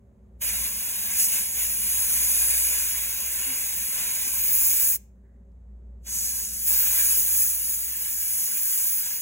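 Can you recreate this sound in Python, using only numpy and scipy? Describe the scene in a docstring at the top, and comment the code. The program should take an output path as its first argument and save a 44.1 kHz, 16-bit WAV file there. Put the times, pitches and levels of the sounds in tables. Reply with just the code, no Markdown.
"""An airbrush paints a small figure, a hand's width from a two-port microphone, in a small, dry room.
A motor hums throughout. At 0.4 s the trigger opens the valve: the turbulent jet hisses brightly and
adds a lower rush where it strikes the figure, changing as the hand moves. A brief low tone and two
soft bumps pass under it. At 5 s the jet cuts off sharply; the hand faintly brushes the figure.
At 6.1 s a second burst starts gently, opens up at 6.7 s and runs to the end."""
import sys
import numpy as np
from scipy import signal
from scipy.fft import rfft, irfft
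from scipy.io import wavfile
from scipy.ndimage import uniform_filter1d

SR = 44100
rng = np.random.default_rng(int(sys.argv[2]) if len(sys.argv) > 2 else 0)


def wrap_up_sound(samples):
    """Save the sound to the file named by the first command line argument, as 16-bit audio."""
    columns = np.atleast_2d(samples).T
    # keep every value between -1 and 1, then stretch to whole-number steps
    tamed = np.clip(columns, -1, 1)
    steps = np.round(tamed * 32767).astype(np.int16)
    wavfile.write(sys.argv[1], SR, steps)


N = 406161
TIME_S = np.arange(N) / SR
FREQ_HZ = np.fft.rfftfreq(N, 1 / SR)

# Broad jet colour. Each row: frequency in Hz, relative density in dB.
JET_SPECTRUM = [(60, -45), (200, -31.0), (300, -28.0), (900, -25.1), (1500, -23.1), (2400, -16.8),
                (3500, -15.9), (5900, -13.5), (6500, -8.0), (8400, -6.7), (9200, -1.8), (10500, -4.4),
                (13000, -5.2), (15600, -3.6)]
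# Peaks and dips from nozzle cap and near surfaces. Each row: centre in Hz, width in Hz, gain in dB.
JET_RESONANCES = [(580, 110, 3.3), (1020, 220, 4.2), (1230, 170, -5.6), (1620, 250, 5.2), (2150, 210, 5.4),
                  (2440, 200, 5.2), (2900, 120, 1.8), (3120, 130, -7.4), (3300, 150, 1.5), (3560, 170, -2),
                  (4950, 250, 1.5), (5600, 300, 1), (6580, 380, 4.5), (6900, 200, -3), (11140, 350, 2.1),
                  (11680, 280, -1.5), (12220, 310, 3.1), (14200, 730, 4.0)]
# The jet sits to the left. Each row: frequency in Hz, left port's phase lead in radians.
JET_PHASE_LEAD = [(100, 0), (650, -1.0), (1000, -.1), (1800, .1), (2150, 1.1), (2500, 1.1), (2850, .7),
                  (3300, 2.1), (3750, 2.2), (4300, 3.0), (4950, 3.3), (5300, 4.1), (6000, 5.0), (6500, 5.9),
                  (8800, 9.42), (11000, 12.57), (13150, 15.7), (15400, 18.85)]
# Jet likeness at the ports. 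Each row: frequency in Hz, coherence 0-1.
JET_COHERENCE = [(100, .95), (800, .7), (1100, .9), (1700, .94), (2400, .8), (3100, .7), (4100, 1),
                 (5000, 1), (5600, .88), (7500, .94), (8600, 1), (9200, 1), (10500, .93), (12800, 1),
                 (13500, 1), (15000, .93)]
# Jet balance. Each row: frequency in Hz, left minus right in dB.
JET_PAN = [(300, 3.2), (700, -3.2), (1300, -1.4), (2400, -1.5), (4400, 0), (15000, 0)]
# Reference bands of hiss, shush, rush and sizzle. Each row: low edge in Hz, high edge in Hz.
JET_BAND_EDGES = [(9500, 12400), (5500, 8400), (900, 3000), (13800, 15800)]
# Trigger presses. Each row: fully open at in seconds, opening time in seconds, release in seconds.
TRIGGER_PRESSES = [(0.419, 0.029, 4.959), (6.073, 0.066, 9.3)]
# Jet bands as the hand moves: first press, then the second, gentle and pulled further back.
# Each row: time in seconds, relative hiss level in dB, then shush, rush and sizzle in dB re hiss.
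SPRAY_FIRST = [(0.43, -32, -2.5, -10, -3.5), (0.67, -32.5, -4, -11, -4), (0.72, -35, -4.5, -11.5, -2),
               (1.03, -34, -4, -11.5, -3.5), (1.08, -36, -2, -9.5, 2), (1.115, -31.5, -3, -12.5, -5),
               (1.18, -30, -1, -13.5, 0.5), (1.203, -24.5, -2.5, -15.5, -6), (1.252, -24, -4, -21.5, -7),
               (1.282, -30, -5.5, -13.5, -2), (1.345, -28.5, -4.5, -10.5, -2),
               (1.52, -34.5, -4.5, -15.5, -6), (1.6, -30.5, -4, -13, -1), (1.78, -32, -5.5, -16, -2),
               (1.85, -29, -6.5, -15, -4.5), (2.41, -26.5, -4.5, -15.5, -4.5),
               (2.57, -26.5, -5.5, -15.5, -4), (3.12, -35, -2.5, -9, 0), (3.34, -33.5, -3.5, -13, -2),
               (3.52, -32.5, -4.5, -9.5, -4), (3.72, -35.5, -1.5, -10.5, 0), (3.94, -31.5, -6, -13, -4),
               (3.99, -32.5, -2.5, -8.5, -2.5), (4.31, -33.5, -2, -12, -0.5), (4.45, -30.5, -5, -13.5, 4.5),
               (4.66, -26.5, -2.5, -19, 2.5), (4.8, -28.5, -3.5, -15.5, 2), (4.89, -26.5, -4, -20.5, 3),
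               (4.95, -31.5, -3.5, -19, 1.5)]
SPRAY_GENTLE = [(6.085, -45.5, 5.5, -7.5, -3), (6.105, -37.5, 1.5, -18, -3), (6.165, -34.5, 3, -16, -1),
                (6.38, -34, -1, -17.5, -2), (6.486, -40.5, 3, -15, -1), (6.615, -35, -3, -19, -3),
                (6.655, -32.5, -4, -20, 2)]
SPRAY_FULL = [(6.685, -26.5, -6, -18, 3), (6.746, -29, -3, -14.5, 5.5), (6.9, -31, -0.5, -14, 5),
              (7.0, -26, -4, -14.5, -1), (7.15, -27, -4, -16.5, -1), (7.18, -27, -3, -20.5, 3),
              (7.25, -31, -3.5, -17.5, 0.5), (7.414, -26, -4.5, -21, 1.5), (7.59, -33, -4, -18.5, 0),
              (7.72, -31.5, -5, -19.5, 0), (7.941, -38, -2, -12.5, 4), (8.43, -30.5, -3.5, -20, -2),
              (8.502, -33.5, -3, -16.5, 1), (8.84, -29, -4.5, -19, 1.5), (9.02, -33, -5, -17, 2),
              (9.04, -35.5, 0, -11.5, 2), (9.18, -37, -2.5, -13, 2)]
# Nozzle path from the figure's thin tip to its broad head. 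Each row: time in seconds, share 0-1.
NOZZLE_PATH = [(4.1, 0), (4.7, 0.08), (6.1, 0.7)]
# Colour change at the path's end. Each row: centre in Hz, width in Hz, gain in dB.
HEAD_RESONANCES = [(1640, 550, 3), (2400, 650, -1.5), (3640, 130, -9), (4860, 220, 4), (6400, 430, -2),
                   (7500, 200, -3)]
# Small surfaces reflect short waves best. Each row: frequency in Hz, rms comb depth in dB.
ECHO_DEPTH = [(700, 1.9), (2200, 1.9), (6000, 2.2)]
# Valve leak whistles. Each row: centre in Hz, width in Hz, relative level in dB.
LEAK_WHISTLES = [(3850, 300, -8), (6500, 700, -2), (7350, 450, -0.5), (8000, 600, -4), (9500, 400, -7),
                 (15250, 400, -8)]
# Motor hum swell. Each row: time in seconds, relative level in dB.
HUM_SWELL = [(0.0, -69), (0.35, -48), (0.62, -43), (1.06, -78), (1.18, -67), (1.6, -49.5), (2.56, -44.5),
             (3.3, -51), (3.85, -52.5), (3.97, -66), (4.13, -52), (4.28, -56), (4.38, -48.5), (4.82, -53.5),
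             (5.94, -42.5), (6.52, -51.5), (6.74, -47.5), (7.9, -52.0), (8.44, -59), (8.53, -78),
             (9.18, -68)]
# Motor hum and whirr tones. Each row: frequency in Hz, relative level in dB, waver 0-1.
HUM_PARTIALS = [(59.3, 2, 0.13), (192, -18.5, 0.7)]
WHIRR_PARTIALS = [(78.7, -10, 0.2), (191.3, -11.5, 1), (387.5, -16.5, .95), (558, -20.5, .95)]
# Hand on the airbrush. Each row: start in seconds, peak in dB, band frequency in Hz, decay in seconds.
HAND_KNOCKS = [(.192, -76, 3000, .003), (4.057, -48, 330, .01), (4.264, -44, 300, .012),
               (5.361, -77, 1600, .003), (5.519, -73, 9000, .002)]
# Sagging low tone. One row: start and length in seconds, first and last pitch in Hz, peak in dB.
SAGGING_TONE = (3.44, .125, 280, 240, -44)
# Hand on the figure. One row: start and length in seconds, centre and width in Hz, level in dB.
SKIN_STROKE = (5.1, .44, 1750, 650, -81)
# Room tail, strongest in the low treble as the highs beam onto the figure.
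# Each row: frequency in Hz, T60 in seconds, level in dB re the direct sound.
ROOM_DECAY = [(200, .35, -26), (1200, .42, -20), (2500, .38, -17), (4500, .3, -24), (6400, .32, -19),
              (7500, .3, -20.5), (9000, .24, -25.5), (15000, .22, -26.5)]
# Room air colour. Each row: frequency in Hz, relative density in dB.
AIR_SPECTRUM = [(20, -19.5), (42, -15.5), (53, 6), (66, 2), (105, -1), (140, -7), (165, -8), (205, 1.5),
                (300, -18.5), (450, -16), (570, -18), (900, -27), (1450, -35.5), (1800, -36), (3000, -47.5),
                (5500, -53.5), (8000, -52), (15000, -61.5)]
# Room air likeness at the ports. Each row: frequency in Hz, coherence 0-1.
AIR_COHERENCE = [(100, 0.99), (250, 0.87), (600, 0.24), (3000, 0.15), (12000, 0.26)]
# Room air swell, shared by the whirr. Each row: time in seconds, level in dB.
AIR_LEVEL = [(0, -56), (.6, -52.5), (2.1, -53), (2.9, -56.5), (4, -54.5), (4.95, -57.5), (6.3, -53.5),
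             (7.3, -55.5), (7.8, -59.5)]


def jet(flutter_db=0.45, flutter_hz=35, eddy_db=2.0):
    """Turbulent nozzle air: big eddies rush, smaller ones shush and hiss, the finest sizzle."""
    colour_db = over_log_hz(JET_SPECTRUM, FREQ_HZ) + bells_db(JET_RESONANCES, FREQ_HZ)
    lead_rad = curves(JET_PHASE_LEAD, FREQ_HZ)[0]
    balance_db = over_log_hz(JET_PAN, FREQ_HZ)
    air = noise_pair(colour_db, over_log_hz(JET_COHERENCE, FREQ_HZ), lead_rad, balance_db)
    hz, t, spectrum = signal.stft(air, SR, nperseg=1024, noverlap=768)
    gain_db = hand_motion_db(air, hz, t)
    # the nozzle-figure gap rings differently along the path
    gain_db += curves(NOZZLE_PATH, t)[0] * bells_db(HEAD_RESONANCES, hz)[:, None]
    # passing eddies lift patches of the spectrum
    eddies = uniform_filter1d(rng.standard_normal(spectrum.shape[1:]), size=4, axis=0)
    eddies = unit_rms(uniform_filter1d(eddies, size=12, axis=1))
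    gain_db += eddy_db * eddies
    gain_db += over_log_hz(ECHO_DEPTH, hz)[:, None] * echo_combs(hz, t)
    air = signal.istft(spectrum * amp(gain_db), SR, nperseg=1024, noverlap=768)[1][:, :N]
    return air * valve_flow() * amp(flutter_db * drift(flutter_hz))  # paint feeds unevenly


def hand_motion_db(air, hz, t, tremor_db=0.5, tremor_hz=9):
    """Gain of the four jet bands as the hand moves; its tremor tilts the jet and varies the rush."""
    hiss_db, shush_db, rush_db, sizzle_db = curves([*SPRAY_FIRST, *SPRAY_GENTLE, *SPRAY_FULL], t)
    rush_db += tremor_db * np.interp(t, TIME_S, drift(tremor_hz))
    # band crossfades, corners in Hz
    rush = over_log_hz([(3000, 1), (6000, 0)], hz)[:, None]
    shush = over_log_hz([(8100, 1), (9000, 0)], hz)[:, None] - rush
    sizzle = over_log_hz([(12300, 0), (14000, 1)], hz)[:, None]
    hiss = 1 - rush - shush - sizzle
    bands = zip((hiss, shush, rush, sizzle), (0, shush_db, rush_db, sizzle_db), JET_BAND_EDGES)
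    return hiss_db + sum(share * (db - band_rms_db(air, *edges)) for share, db, edges in bands)


def valve_flow(barely_open_db=-53.5, close_s=0.038, seep_db=-63):
    """Each press opens the valve linearly in dB; a spring snaps it shut; a trace still seeps."""
    flow = np.full(N, amp(seep_db))
    for open_s, opening_s, release_s in TRIGGER_PRESSES:
        closure = np.maximum((open_s - TIME_S) / opening_s, (TIME_S - release_s) / close_s)
        flow += amp(barely_open_db * np.clip(closure, 0, 2))
    return flow


def echo_combs(hz, t, sway_ms=0.032, sway_hz=0.44):
    """Weak echoes off hand, figure and bench comb the spectrum; the combs slide as the hand sways."""
    combs = 0
    for delay_ms in rng.uniform(4, 14, size=20):
        shift_ms = sway_ms * np.interp(t, TIME_S, drift(sway_hz))
        combs += np.cos(2 * np.pi * hz[:, None] * (delay_ms + shift_ms) / 1000)
    return unit_rms(combs)


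def valve_leak(level_db=-91, coherence=0.71):
    """Air threads through narrow gaps in the valve: faint, fuzzy whistles."""
    power = sum(amp(db) ** 2 / (1 + (2 * (FREQ_HZ - centre_hz) / width_hz) ** 2) ** 2
                for centre_hz, width_hz, db in LEAK_WHISTLES)
    return amp(level_db) * noise_pair(10 * np.log10(power), coherence)


def motor(hum_gain_db=-1, hum_waver_hz=6, whirr_waver_hz=14):
    """A low hum swells and fades beside a steadier, wavering whirr."""
    hum = sum(amp(db) * partial(hz, waver, hum_waver_hz) for hz, db, waver in HUM_PARTIALS)
    whirr = sum(amp(db) * partial(hz, waver, whirr_waver_hz) for hz, db, waver in WHIRR_PARTIALS)
    hum *= amp(curves(HUM_SWELL, TIME_S)[0] + hum_gain_db)
    whirr *= amp(curves(AIR_LEVEL, TIME_S)[0])
    return hum + whirr


def hand_knocks():
    """The hand clicks and bumps on the airbrush: damped noise, no ring."""
    knocks, t = np.zeros(N), TIME_S[:SR // 10]
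    for start_s, peak_db, hz, decay_s in HAND_KNOCKS:
        band = signal.butter(2, [hz / 2, hz * np.sqrt(2)], "bandpass", fs=SR, output="sos")
        knock = signal.sosfilt(band, rng.standard_normal(len(t)) * np.exp(-t / decay_s))
        add(knocks, start_s, amp(peak_db) * knock / abs(knock).max())
    return knocks


def low_tone():
    """One brief tone, sagging in pitch."""
    start_s, length_s, first_hz, last_hz, peak_db = SAGGING_TONE
    glide_hz = np.linspace(first_hz, last_hz, int(length_s * SR))
    tone = np.hanning(len(glide_hz)) * np.sin(2 * np.pi * np.cumsum(glide_hz) / SR)
    track = np.zeros(N)
    add(track, start_s, amp(peak_db) * tone)
    return track


def skin_rustle(uneven_db=3.0, uneven_hz=14, coherence=0.3):
    """Skin slides unevenly over the figure: a faint noise band swells and fades."""
    start_s, length_s, centre_hz, width_hz, level_db = SKIN_STROKE
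    stroke = np.sin(np.pi * np.clip((TIME_S - start_s) / length_s, 0, 1))
    band_db = -20 * np.log10(1 + (2 * (FREQ_HZ - centre_hz) / width_hz) ** 4)
    return noise_pair(band_db, coherence) * stroke * amp(level_db - uneven_db * drift(uneven_hz))


def room_tail(direct):
    """Short diffuse reverberation, different at each port; the treble dies first."""
    hz, t, spectrum = signal.stft(rng.standard_normal((2, SR // 2)), SR, nperseg=256)
    t60_s, level_db = curves(ROOM_DECAY, hz[:, None])
    unit_energy = np.sqrt(2 * np.log(1000) / (t60_s * SR))
    decay = unit_energy * amp(level_db - 60 * t / t60_s)
    response = signal.istft(spectrum * decay, SR, nperseg=256)[1]
    return signal.fftconvolve(direct, response, axes=1)[:, :N]


def room_air():
    """Dull noise of moving air, nearly mono in the bass."""
    air = noise_pair(over_log_hz(AIR_SPECTRUM, FREQ_HZ), over_log_hz(AIR_COHERENCE, FREQ_HZ))
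    return air * amp(curves(AIR_LEVEL, TIME_S)[0])


def noise_pair(colour_db, coherence, lead_rad=0, balance_db=0):
    """Partly coherent coloured noise at the two ports, rms 1."""
    common, other = rfft(rng.standard_normal((2, N)))
    left = common * np.exp(1j * lead_rad) * amp(balance_db / 2)
    right = (coherence * common + np.sqrt(1 - coherence ** 2) * other) * amp(-balance_db / 2)
    return unit_rms(irfft(np.array([left, right]) * amp(colour_db), N))


def partial(hz, waver, rate_hz):
    """A tone whose strength and phase wander by the share waver."""
    wobble = (1 - waver) + waver * (drift(rate_hz) + 1j * drift(rate_hz)) / np.sqrt(2)
    carrier = np.exp(2j * np.pi * (hz * TIME_S + rng.random()))
    return np.sqrt(2) * (wobble * carrier).real


def drift(rate_hz):
    """Slow random motion, rms 1."""
    return unit_rms(irfft(rfft(rng.standard_normal(N)) / (1 + (FREQ_HZ / rate_hz) ** 4), N))


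def band_rms_db(pair, low_hz, high_hz):
    """Level of one band in the mean of both ports."""
    band = rfft(pair.mean(0))[(FREQ_HZ >= low_hz) & (FREQ_HZ < high_hz)]
    return 10 * np.log10(2 * np.sum(abs(band) ** 2) / N ** 2)


def bells_db(peaks, hz):
    """Sum of bell-shaped peaks and dips."""
    return sum(db * np.exp2(-(2 * (hz - centre_hz) / width_hz) ** 2) for centre_hz, width_hz, db in peaks)


def over_log_hz(rows, hz):
    """Interpolates a table over log frequency."""
    row_hz, values = np.transpose(rows)
    return np.interp(np.log(hz + 1), np.log(row_hz + 1), values)


def curves(rows, at):
    """Interpolates each later column linearly over the first."""
    axis, *columns = np.transpose(rows)
    return [np.interp(at, axis, column) for column in columns]


def add(mix, start_s, sound):
    """Mixes a sound in place."""
    part = mix[round(start_s * SR):][:len(sound)]
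    part += sound[:len(part)]


def amp(db):
    """Decibels to gain."""
    return 10 ** (np.asarray(db) / 20)


def unit_rms(x):
    """Scales to rms 1."""
    return x / np.sqrt(np.mean(x ** 2) + 1e-20)


def scene(jet_gain_db=-0.61):
    """Close airbrush and handling, their room tail, motor and room air."""
    near = amp(jet_gain_db) * jet() + valve_leak() + hand_knocks() + low_tone() + skin_rustle()
    return near + room_tail(near) + motor() + room_air()


def record(dry, cutoff_hz=15800):
    """Steep low-pass band limit."""
    lowpass = signal.firwin(1023, cutoff_hz, window=("kaiser", 9), fs=SR)
    return signal.oaconvolve(dry, lowpass[None], "same")


dry = scene()
out = record(dry)
wrap_up_sound(out)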